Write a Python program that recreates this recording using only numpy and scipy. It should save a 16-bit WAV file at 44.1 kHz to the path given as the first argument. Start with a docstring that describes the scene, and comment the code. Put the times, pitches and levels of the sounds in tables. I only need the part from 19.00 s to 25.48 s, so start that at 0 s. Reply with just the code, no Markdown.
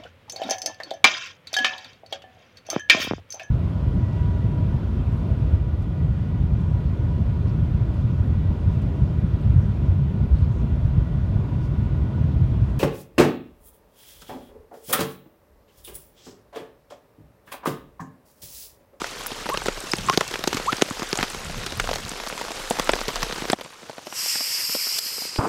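"""Close under a tarp in steady rain: a rush of far patter, air rumbling low, wind on the one microphone.
Fat drops slap the fabric overhead, small ones tick on hard ground; bubbles and rim notes come from a pot.
Then a quieter spot, the rain further off: at 5 s a gas valve opens, whistling and hissing through a burner;
at 6 s a lighter wheel scrapes, and near 6.4 s the gas pops alight and roars.
Rush and hiss are shaped noise, drops are noise bursts through resonances, bubbles are gliding sines."""
import sys
import numpy as np
from scipy import signal
from scipy.fft import rfft, irfft, next_fast_len
from scipy.io import wavfile
from scipy.ndimage import uniform_filter1d, map_coordinates

SR = 44100
rng = np.random.default_rng(int(sys.argv[2]) if len(sys.argv) > 2 else 0)


def volts_from_db(level):
    """Convert decibel levels to linear amplitude ratios."""
    exponent = np.asarray(level, float) / 20
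    return 10 ** exponent


def transcribe(u):
    """Save the signal u as a 16-bit wav file named by the first command-line argument.

    u: samples, shape (n,) or (channels, n), limited to [-1, 1]; the rate is SR.
    q: integer samples, one column per channel.
    """
    v = np.clip(np.atleast_2d(u).T, -1, 1)
    q = np.round(v * 32767).astype(np.int16)
    wavfile.write(sys.argv[1], SR, q)


N = 285768  # samples, 6.48 s

# All spectra below are relative: each noise is brought to rms 1 before its level is set.
# steady rain, close under the tarp and then further off at the stove: time_s, level_db
RAIN_LEVEL = [(0, -39.5), (2.6, -39), (3.5, -38.5), (3.96, -35.5), (4.53, -39), (4.55, -52), (4.62, -48),
              (5.05, -49)]
# colour of the far rain: frequency_hz, density_db_per_hz
PATTER_SPECTRUM = [(59, -59), (100, -3.5), (163, -21), (502, 3.5), (621, -3), (1360, -2), (2000, -6.5),
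                   (6290, -8), (13200, -22.5), (16000, -34)]
# slow air moving past the tarp: time_s, level_db
AIR_LEVEL = [(0, -49), (.45, -47.5), (.67, -33), (.96, -53), (1.36, -45), (1.77, -52), (2.2, -44.5),
             (2.86, -41), (3.15, -48), (3.9, -41), (4.3, -41), (4.53, -49), (4.62, -69), (5.05, -83)]
# colour of that air: frequency_hz, density_db_per_hz
RUMBLE_SPECTRUM = [(15, -29), (26, 4), (45, -4), (65, -31), (90, -58)]
# gusts on the microphone: peak_s, level_db, rise_s, hold_s
WIND_GUSTS = [(0.602, -48, .1, 0.062), (1.07, -33, .06, 0.016), (1.494, -48, 0.14, 0.23),
              (2.375, -40, .02, 0.43), (2.865, -33.5, 0.066, 0.056), (3.002, -43, .05, .06)]
# colour of the gusts: frequency_hz, density_db_per_hz
BUFFET_SPECTRUM = [(30, -8), (60, -4.5), (125, -4.5), (220, -8.5), (360, -42), (700, -51)]
# fat drops on the tarp, levels are energies: start_s, thump_db, slap_db, spray_db, spread_ms
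FAT_DROPS = [(.017, -3, -2.5, -12, 2.4), (0.0428, -29, 0, -12, 0.61), (.1963, -18, -22, -21, 1.1),
             (0.216, -35, -14, -17, 1.6), (.261, -27, -7, -11, 1.5), (.3053, -28, -10, -23, 2.6),
             (0.3173, -8.5, -14, -11, 4.2), (0.4571, -9, -7, -24, 2.4), (.464, -10, -4, -21, 2.6),
             (0.4888, -5, -2.5, -7, 3.7), (0.4981, -6, -1, -20, 3.3), (0.5418, -2.5, -0.5, -11, 3.5),
             (0.5732, -5, -3, -0.5, 2.7), (0.6187, -24, -3.5, -29, 1.9), (0.6579, -3, -0.5, -7, 4),
             (.666, -24, -22, -5.5, 5.7), (0.6831, 5.5, 2.5, -7, 4.4), (0.7728, -14, -8, -18, 3.6),
             (0.8366, -10, -19, -15, 5.4), (0.935, 5, 5, -1, 0.46), (.9836, -14, -12, -8, 3.3),
             (1.0853, -20, -2, -9, 4.4), (1.0975, 0, 9, 1.5, 1.3), (1.128, -18, -3, -14, 2.8),
             (1.1351, -4, -5, -3.5, 4.2), (1.142, -15, -6, -9, 5.7), (1.1745, 10, 5, 8.5, 2.5),
             (1.208, -2.5, 7, -1.5, 2.9), (1.215, -12, -15, -12, 2.5), (1.3112, -8, -13, -8, 2.6),
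             (1.3388, -5.5, -1.5, -6, 3.8), (1.357, -11, -1.5, -10, 1.6), (1.3908, -6, -24, -10, 1.9),
             (1.439, -6, 0, -1, 1.2), (1.4739, 7, 2, 2.5, 3.2), (1.491, -13, -24, -16, 1.4),
             (1.5284, -2, 0, -1.5, 3.5), (1.5443, 1.5, -8, -4, 2.7), (1.5693, -3, -2, -2.5, 4.9),
             (1.5981, -6, -5, -15, 4.4), (1.659, -12, -9, -14, 4.2), (1.7218, -23, -5, -5, 4.8),
             (1.7274, 2.5, 3.5, -2, 2), (1.781, -12, -10, -12, 2.8), (1.814, -6, -2.5, -8, 2.1),
             (1.821, 12, 6, 8, 1.9), (1.9088, -1, -3.5, -26, 0.87), (1.9946, -8.5, -8, -8.5, 3.1),
             (2.0198, -1, -3, -20, 1.7), (2.029, -12, -4, -10, 2.4), (2.129, 4, -0.5, 2, 0.9),
             (2.1544, -28, -6, -5, 1.3), (2.1738, -22, -6, -10, 2.1), (2.187, -1, 0, -3.5, 2.8),
             (2.1968, -12, -2, -10, 5.6), (2.2082, -5, -2, -6, 4.6), (2.228, 2, 5.5, 0.5, 2.7),
             (2.2385, -19, -6, -8, 5.1), (2.3462, -8.5, -8, -13, 2.2), (2.4977, -27, -9, -14, 6.9),
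             (2.5436, -27, -9.5, -26, 1.8), (2.6135, -30, -11, -23, 3.4), (2.6631, -7.5, -5.5, -2.5, 3.2),
             (2.722, -7, -9.5, -7, 4.2), (2.7983, -7, 6, -2, 3.1), (2.8408, -5, -15, -8, 2.6),
             (2.8736, -21, -4, -15, 0.58), (2.89, -0.5, -3.5, -7, 5), (2.911, -2, -2, -5, 2.7),
             (2.9314, -22, -2, -7, 2), (2.9385, -12, -12, -6, .8), (2.957, -4.5, -9, -4, 0.97),
             (2.9854, -12, -13, -28, 3), (3.1151, -7, -10, -9, 2.9), (3.2, -12, -7, -13, 2.6),
             (3.2362, -23, -11, -13, 1.1), (3.265, -12, -12, -11, 2.6), (3.2725, -12, -6.5, -9, 2.5),
             (3.2996, -24, -5.5, -20, 1.3), (3.3253, -7, -9, -26, 1.2), (3.3777, -32, -5.5, -12, 1),
             (3.397, -20, -11, -16, 1.7), (3.4125, -10, -2.5, -11, 5), (3.4488, -18, -9, -13, 2.8),
             (3.4813, -14, -9, -14, 4.8), (3.505, -7, -9, -14, 3.8), (3.517, -15, -10, -7.5, 1),
             (3.5974, -18, -10.5, -21, 4.1), (3.708, 8, -2.5, -2.5, 2.3), (3.7535, -19, -13, -15, 3.5),
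             (3.7672, -23, -7, -17, 2.7), (3.787, -5, -3, -9, 3.9), (3.7963, 2, 4.5, 2.5, 0.77),
             (3.8724, -30, -5, -12, 2.5), (3.8923, 7.5, 9.5, 2, 2.4), (3.9335, 1.5, 6.5, -2.5, 2),
             (3.9546, -8, -13, -8, 2.5), (3.9628, -11, -6, -16, 2.4), (3.9873, -29, -8, -11, 2.6),
             (4.0125, -3.5, -4, -11, 1.6), (4.0811, 0.5, -20, -1.5, 1.8), (4.087, -6, -2, -8, 4.4),
             (4.1024, -24, -8, -23, 1.7), (4.157, -23, -2.5, -2.5, 1.9), (4.164, -18, -6, -6, 2.5),
             (4.221, -29, -9, -10, 2.3), (4.2291, -2.5, 3, 0.5, 2.4), (4.2971, -6.5, -11, -20, 3.6),
             (4.3101, -20, -7, -16, 2.7), (4.3247, -5.5, -4, -7, 2), (4.3595, -17, -7, -12, 3.2),
             (4.381, -26, -10, -16, 2), (4.4204, -2, -7.5, -18, 1.4), (4.44, -11, -10, -23, 1.8),
             (4.453, -4.5, -8, -15, 4.8), (4.483, -16, -10, -11, 3.4), (4.4986, 3.5, 1.5, 2.5, 2.4),
             (4.531, 10.5, 3.5, 1, 1.2), (4.5865, -14, -17, -25, 1.8), (4.6107, -11, -11, -10, 4.1),
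             (4.6458, -17, -18, -19, 4.3), (4.5966, -20, -15, -23, 2.5), (4.6596, -17, -18, -31, 3.9),
             (4.83, -16, -21, -33, 1.8), (4.931, -32, -19, -24, 2.5), (4.9907, -21, -19, -26, 1.5),
             (4.8956, -8.5, -10.5, -17, 4.2), (4.981, -11.5, -13, -21, 1.5),
             (5.0687, -7.5, -16, -13.5, 3.8), (5.1247, -14, -9, -23, 2.8), (5.26, -14, -18, -24, 2.5),
             (5.3544, -13, -7, -19, 3), (5.4062, -11, -13, -14, 6.3), (5.6934, -13.5, -10, -17, 4.2),
             (5.7486, -2, -9.5, -9, 2.6), (5.7637, -16, -22, -25, 2.5), (5.869, -11.5, -14, -19, 2.6),
             (6.1808, -13.5, -19, -29, 2.6), (6.2188, -12.5, -19, -28, 2), (6.2524, -14, -19, -23, 1.3),
             (6.359, -12, -12, -7, 2.7)]
# walking along under the tarp, the fabric overhead is slack, then taut; each drop strays from this:
# time_s, sheet_pitch_hz
SHEET_PITCH = [(0, 324), (1.2, 320), (2.2, 313), (2.7, 395), (3.7, 405), (4.5, 352), (5.2, 386),
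               (6.48, 412)]
# Resonances of a landing; ring() passes through them twice.
# the whole sheet: centre_in_sheet_pitches, width_in_sheet_pitches, one_pass_level_db
THUMP_MODES = [(0.497, 0.48, 0.5), (1.4, 0.74, 1.5)]
# the struck patch, before random tuning: centre_hz, width_hz, one_pass_level_db
SLAP_MODES = [(814, 1010, 4.5), (2170, 3170, 0.5)]
# the bursting drop, before random tuning: centre_hz, width_hz, one_pass_level_db
SPRAY_MODES = [(3000, 3000, 0), (6300, 4000, -1), (12000, 4000, -7)]
# small drops ticking on stone, leaf and metal (tick() shortens the spread a little):
# start_s, pitch_hz, energy_db, spread_ms
GROUND_TICKS = [(.236, 8660, -16, 1.1), (0.2672, 13150, -2.5, .5), (0.4955, 12900, -14, .8),
                (0.535, 8950, -12, 2.3), (.6378, 8400, -15, 1), (.6676, 8500, -9, 1.6),
                (.8034, 8600, -11, 0.98), (.9149, 8800, -9, 1.2), (0.9165, 5720, 2, 4.4),
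                (.9554, 5500, -9.5, 1.6), (.967, 9360, -12, 1.2), (1.063, 8300, -10, 2.2),
                (1.1216, 6400, -12, 1), (1.2786, 6100, -8, .6), (1.664, 8550, -14, 1.8),
                (1.7676, 5400, -7.5, .7), (1.4755, 6800, -1, 1.8), (1.8199, 7140, 2.5, 1.9),
                (1.9007, 8450, -10.5, 1.5), (2.0709, 5150, -14, 1.8), (2.09, 8850, -14, 1.1),
                (2.1146, 4100, -11, 1.4), (2.174, 7900, -3, 1.3), (2.3002, 9050, -11, 1.3),
                (2.4469, 8100, -14.5, 1.1), (2.6618, 9900, -14, 1.6), (2.7733, 12100, -17, 1.1),
                (2.952, 8100, -12, 0.88), (3.05, 4470, -10, 0.84), (3.093, 8450, -7.5, 1.1),
                (3.2851, 5200, -10, 0.4), (3.2939, 9500, -16, 1.2), (3.7005, 8500, -3.5, 1.1),
                (3.8441, 8600, -13, 1.1), (3.917, 8700, -7, 1.7), (4.0077, 8300, -12, 1.6),
                (4.2044, 4700, -11, 0.52), (4.2852, 4400, -13, 1.4), (4.332, 4480, -11, 1.1),
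                (4.5047, 9150, -20, 1.8), (4.5183, 8900, -4, 1.8), (4.6417, 8900, -21, 2)]
# bubbles caught under drops in the pot, one list per bubble: time_s, pitch_hz, level_db
POT_BUBBLES = [
    [(.495, 836, -27), (.507, 880, -35), (.531, 1116, -25), (.555, 1184, -35.5), (.575, 1500, -41)],
    [(1.086, 1225, -17), (1.091, 1030, -15), (1.105, 1060, -25), (1.125, 1148, -31), (1.14, 1410, -35),
     (1.155, 2016, -45)],
    [(1.663, 683, -40), (1.685, 1098, -17), (1.699, 1330, -21.5), (1.717, 1420, -50)],
]
# drops ringing the rim of the pot: start_s, pitch_hz, peak_db before the decay
RIM_NOTES = [(.87, 2700, -36), (1.265, 2700, -34), (3.94, 4800, -35), (4.085, 4800, -42)]
# gas flow: valve opens, steady, the hand comes down with the lighter, the flame takes it:
# time_s, whistle_db before the flame fills the cavity
GAS_LEVEL = [(5.03, -65), (5.065, -47.5), (5.1, -51), (5.165, -32), (5.26, -28.5), (5.98, -29),
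             (6.002, -38.5), (6.07, -30), (6.2, -32), (6.385, -36.5), (6.393, -43), (6.48, -41)]
# pitch of the valve cavity: time_s, pitch_hz
WHISTLE_PITCH = [(5.03, 5670), (5.13, 5560), (5.2, 5180), (5.95, 5084), (6.0, 5020), (6.48, 4920)]
# whistle of the open burner: hz_from_centre, density_db_per_hz
OPEN_WHISTLE = [(5, -2), (250, 2), (550, -5.5), (1000, -15), (1500, -43)]
# whistle with the hand beside it: hz_from_centre, density_db_per_hz
HAND_WHISTLE = [(5, -7), (150, 1.5), (400, -11), (800, -9), (1500, -34)]
# rush through the burner holes: frequency_hz, density_db_per_hz
JET_SPECTRUM = [(900, -7), (1500, -7), (2100, -0.5), (2750, 1.5), (3100, 0), (3700, -6), (4500, -1),
                (6300, -1), (7900, 2), (9200, -1.5), (10500, -11), (13000, -39.5)]
# the highest band of the gas hiss: frequency_hz, density_db_per_hz
TOP_HISS_SPECTRUM = [(9000, -31), (10600, -3), (11500, 2), (12100, 6), (12800, 0), (14000, -9),
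                     (15800, -19)]
# the lighter wheel scrapes: time_s, level_db
FLINT_LEVEL = [(5.98, -42), (5.985, -20.5), (5.992, -20), (5.996, -50)]
# colour of the scrape: frequency_hz, density_db_per_hz
SCRAPE_SPECTRUM = [(300, -13), (1500, -15), (3000, -9), (4600, 7), (6000, -5), (9000, -6), (12500, -7),
                   (16000, -14)]
# the burning gas: time_s, level_db
FLAME_LEVEL = [(6.378, -64), (6.386, -24), (6.392, -20.5), (6.398, -25.5), (6.41, -24.5), (6.48, -23.5)]
# colour of the flame: frequency_hz, density_db_per_hz
ROAR_SPECTRUM = [(24, -50), (40, -24), (280, 1), (700, -7), (1000, -2), (1400, -10), (1750, -20),
                 (2500, -24), (3500, -38), (5000, -70)]


def unit(x):
    """Scaled to rms 1."""
    return x / np.sqrt(np.mean(x ** 2) + 1e-20)


def curves(rows, outside=None):
    """One value per sample for each column after the time."""
    s, *cols = np.transpose(rows)
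    return [np.interp(np.arange(N) / SR, s, c, outside, outside) for c in cols]


def wobble(rate):
    """A smooth random curve, rate knots a second."""
    knots = rng.standard_normal(int(N * rate / SR) + 4)
    return map_coordinates(knots, [np.arange(N) * rate / SR])


def filtered(x, response):
    """x times a complex response of frequency."""
    size = next_fast_len(N + 8192)
    return irfft(rfft(x, size) * response(np.fft.rfftfreq(size, 1 / SR)), size)[:N]


def coloured(x, spectrum):
    """x shaped by (Hz, dB) points on a log frequency axis, at rms 1."""
    f, db = np.transpose(spectrum)
    return unit(filtered(x, lambda hz: volts_from_db(np.interp(np.log(hz + 1), np.log(f), db, -120, -120))))


def rush(spectrum, patchy_db):
    """Coloured noise whose gain varies in random patches of time and frequency."""
    z = signal.stft(rng.standard_normal(N + 512), nperseg=512)[2]
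    field = uniform_filter1d(rng.standard_normal(z.shape), size=6, axis=0)
    field = uniform_filter1d(field, size=10, axis=1)
    patchy = signal.istft(z * volts_from_db(patchy_db * unit(field)), nperseg=512)[1][:N]
    return coloured(patchy, spectrum)


def rain_rush():
    """Far rain melts into a rush: patchy noise whose level flickers."""
    level_db = curves(RAIN_LEVEL)[0] + 0.8 * wobble(3) + 0.9 * wobble(15)
    return volts_from_db(level_db) * rush(PATTER_SPECTRUM, patchy_db=1.8)


def air_rumble():
    """Slow air moving past the tarp rumbles as deep noise."""
    level_db = curves(AIR_LEVEL)[0] + 1.1 * wobble(4.8)
    return volts_from_db(level_db) * rush(RUMBLE_SPECTRUM, patchy_db=2.7)


def gusts():
    """Each gust swells, holds and drops away over a constant calm."""
    fall_s, calm_db = 0.041, -66.5
    t = np.arange(N) / SR
    each = []
    for peak_s, db, rise_s, hold_s in WIND_GUSTS:
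        rise = np.minimum(t - peak_s, 0) / rise_s
        fall = np.maximum(t - peak_s - hold_s, 0) / fall_s
        each.append(volts_from_db(db) * np.exp(rise - fall))
    return volts_from_db(calm_db) + np.max(each, axis=0)


def wind_buffet():
    """Wind buffets the microphone: low noise follows the gusts and flutters."""
    return gusts() * volts_from_db(2.5 * wobble(30)) * rush(BUFFET_SPECTRUM, patchy_db=2.0)


def resonances(f, modes):
    """Causal response of (centre, width, dB) resonances, alternating in sign."""
    total = 0
    for k, (centre, width, db) in enumerate(modes):
        damping = 1j * f * width
        total = total + (-1) ** k * volts_from_db(db) * damping / (centre * centre - f * f + damping)
    return total


def bursts(spread_ms, spiky, strike):
    """Spectra of landings: a sharp first strike, then ragged splashes that thin out."""
    t = np.arange(700) / SR
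    spread_s = np.clip(spread_ms, 0.2, 8)[:, None] / 1000
    ragged = uniform_filter1d(rng.standard_normal((len(spread_s), len(t))), size=24, axis=1)
    noise = rng.standard_normal(ragged.shape) * np.exp(spiky * unit(ragged))
    splashes = (1 - np.exp(-t / 0.0004)) * (np.exp(-t / spread_s) + 0.18 * np.exp(-t / 0.0047))
    shape = splashes + strike * np.exp(-t / 0.00013)
    return rfft(noise * shape, 1024)


def ring(spectra, modes, scale, db):
    """Each landing twice through the modes, their pitches times scale, at the given energy."""
    f = np.fft.rfftfreq(1024, 1 / SR) / scale[:, None]
    rows = irfft(spectra * resonances(f, modes) ** 2)
    return volts_from_db(db)[:, None] * rows / np.linalg.norm(rows, axis=1)[:, None]


def laid(s, rows):
    """Rows of sound added at their times."""
    place = np.round(s * SR).astype(int)[:, None] + np.arange(rows.shape[1])
    return np.bincount(place.ravel(), rows.ravel(), N + rows.shape[1])[:N]


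def tarp(s, hz, thump_db, slap_db, spray_db, spread_ms, spiky=0.52):
    """One blow drives sheet and patch while the drop sprays; every spot is tuned a little differently."""
    blow = bursts(spread_ms, spiky, strike=1.0)
    # the drop's weight shoves the sheet away at once: -1 is an impulse at first contact
    push = 0.85 * blow / np.abs(blow).mean(axis=1)[:, None] - 1
    burst = bursts(1.2 * spread_ms, spiky, strike=2.5)  # the drop shatters mostly on first contact
    patch_tune, spray_tune = np.exp(0.14 * rng.standard_normal((len(s), 2))).T
    thump = ring(push, THUMP_MODES, hz, thump_db)
    slap = ring(blow, SLAP_MODES, patch_tune, slap_db)
    spray = ring(burst, SPRAY_MODES, spray_tune, spray_db)
    return laid(s, thump + slap + spray)


def tick(s, hz, db, spread_ms):
    """A hard surface answers with one high resonance, the narrower the longer it lasts."""
    width = (0.37 / spread_ms)[:, None]  # as a fraction of hz
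    landing = bursts(0.87 * spread_ms, spiky=0.18, strike=0.46)
    return laid(s, ring(landing, [(0.91, width, 0)], hz, db))


def scattered(count, steep_db):
    """Random times with energies that follow the rain: many small, a few big."""
    when, size, spread = rng.random((count, 3)).T
    s = when * (N - 1) / SR
    rain_db = curves(RAIN_LEVEL)[0][(s * SR).astype(int)]
    return s, rain_db - steep_db * np.log(1 - 0.93 * size), spread


def small_drops():
    """Lesser drops all over the tarp and the ground, at random times, pitches and sizes."""
    s, db, spread = scattered(count=900, steep_db=2.0)
    tone = rng.standard_normal((len(s), 4)).T
    thump_db, slap_db, spray_db = db + 2.9 * tone[:3] + [[14], [16], [15]]
    sheet_hz = 340 * np.exp(0.37 * tone[3])
    on_tarp = tarp(s, sheet_hz, thump_db, slap_db, spray_db, 1.9 + 3.3 * spread)
    s, db, spread = scattered(count=3000, steep_db=2.0)
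    hz = np.clip(4500 * np.exp(0.564 * rng.standard_normal(len(s))), 800, 15000)
    tick_db = db + 14.0 - 2.7 * np.log2(hz / 4500)  # higher ticks are weaker
    return on_tarp + tick(s, hz, tick_db, 0.48 + 1.9 * spread)


def fat_drops():
    """The drops that stand out: heavy ones move more fabric, so the sheet sounds lower."""
    s, thump_db, slap_db, spray_db, spread_ms = np.transpose(FAT_DROPS)
    heavy = -0.0075 * np.maximum(thump_db, -12)  # change of log pitch, per dB of thump
    spot = heavy + 0.18 * rng.standard_normal(len(s))
    hz = np.interp(s, *np.transpose(SHEET_PITCH)) * np.exp(spot)
    return tarp(s, hz, thump_db, slap_db, spray_db, spread_ms)


def ground_ticks():
    """Small drops that stand out on stone, leaf and metal, each a short high resonance."""
    return tick(*np.transpose(GROUND_TICKS))


def bubbles():
    """A bubble sings higher as it nears the surface: a sine on a gliding pitch."""
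    out = np.zeros(N)
    for rows in POT_BUBBLES:
        hz = curves(rows)[0]
        db = curves(rows, outside=-120)[1]
        fade = uniform_filter1d(volts_from_db(db), size=60)
        out += np.sqrt(2) * fade * np.sin(2 * np.pi * np.cumsum(hz) / SR)
    return out


def rim():
    """A thin metal note, soon damped by the water."""
    t60_s = 0.14
    s, hz, db = np.transpose(RIM_NOTES)
    t = np.arange(SR // 10) / SR
    decay = volts_from_db(db[:, None] - 60 * t / t60_s)
    onset = 1 - np.exp(-t / 0.002)
    return laid(s, decay * onset * np.sin(2 * np.pi * hz[:, None] * t))


def whistle(skirt):
    """A band of noise around the moving pitch of the valve cavity."""
    turn = 2 * np.pi * np.cumsum(curves(WHISTLE_PITCH)[0]) / SR
    return (coloured(rng.standard_normal(N), skirt) * np.cos(turn)
            + coloured(rng.standard_normal(N), skirt) * np.sin(turn))


def gas():
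    """Gas whistles in the valve cavity and rushes through the burner holes, its flow unsteady."""
    alight_s, alight_whistle_db = 6.39, -6  # the flame fills the cavity
    shade_s, shade_rush_db, shade_top_db = 6.255, -2, -8.5  # the hand screens the burner holes
    rush_db, top_db = -3, -7  # relative to the whistle before the flame
    t = np.arange(N) / SR
    shade = np.clip((t - shade_s) / 0.016, 0, 1)
    hand_s = FLINT_LEVEL[0][0]
    tone = np.where(t < hand_s, whistle(OPEN_WHISTLE), whistle(HAND_WHISTLE))
    tone = tone * volts_from_db(alight_whistle_db * (t > alight_s) + 0.69 * wobble(18))
    jet_db = rush_db + shade_rush_db * shade + 1.6 * wobble(9)
    jet = volts_from_db(jet_db) * rush(JET_SPECTRUM, patchy_db=1.3)
    hiss_db = top_db + shade_top_db * shade + 0.9 * wobble(20)
    top_hiss = volts_from_db(hiss_db) * rush(TOP_HISS_SPECTRUM, patchy_db=0.5)
    flow_db = curves(GAS_LEVEL)[0] + 0.62 * wobble(22) + 0.46 * wobble(70)
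    return (t > GAS_LEVEL[0][0]) * volts_from_db(flow_db) * (tone + jet + top_hiss)


def flint():
    """The lighter wheel scrapes: a short, rough burst of bright noise."""
    level_db = curves(FLINT_LEVEL, outside=-120)[0] + 2 * wobble(1100)
    return volts_from_db(level_db) * coloured(rng.standard_normal(N), SCRAPE_SPECTRUM)


def flame():
    """The burning gas roars: low noise with a fast flutter."""
    t = np.arange(N) / SR
    level_db = curves(FLAME_LEVEL)[0] + 1.9 * wobble(110)
    return (t > FLAME_LEVEL[0][0]) * volts_from_db(level_db) * rush(ROAR_SPECTRUM, patchy_db=0.7)


def ignition():
    """The fireball pushes air out faster and faster, then the pressure swings back and dies away."""
    u = np.clip(np.arange(N) / SR - 6.392, -0.05, 0.05)  # seconds from the peak
    growth = np.exp(-np.abs(u) / 0.0025)
    swing = np.cos(np.pi * u / 0.0042) * np.exp(-np.abs(u) / 0.0055)
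    return volts_from_db(-11) * np.where(u < 0, growth, swing)


def scene():
    """Everything reaches one microphone."""
    weather = rain_rush() + air_rumble() + wind_buffet()
    drops = small_drops() + fat_drops() + ground_ticks()
    pot = bubbles() + rim()
    stove = gas() + flint() + flame() + ignition()
    return (weather + drops + pot + stove)[None]


def band_limit(x):
    """A steep low-pass at the top of the band."""
    return signal.sosfilt(signal.butter(12, 16520, fs=SR, output="sos"), x)


def record(dry):
    """Soft clipping of the loudest drops, then a band limit at 15.8 kHz."""
    clipped = dry[0] / (1 + np.abs(dry[0] / 0.95) ** 6) ** (1 / 6)
    limited = filtered(clipped, lambda hz: hz < 15800)
    return band_limit(limited[None])


dry = scene()
out = record(dry)
transcribe(out)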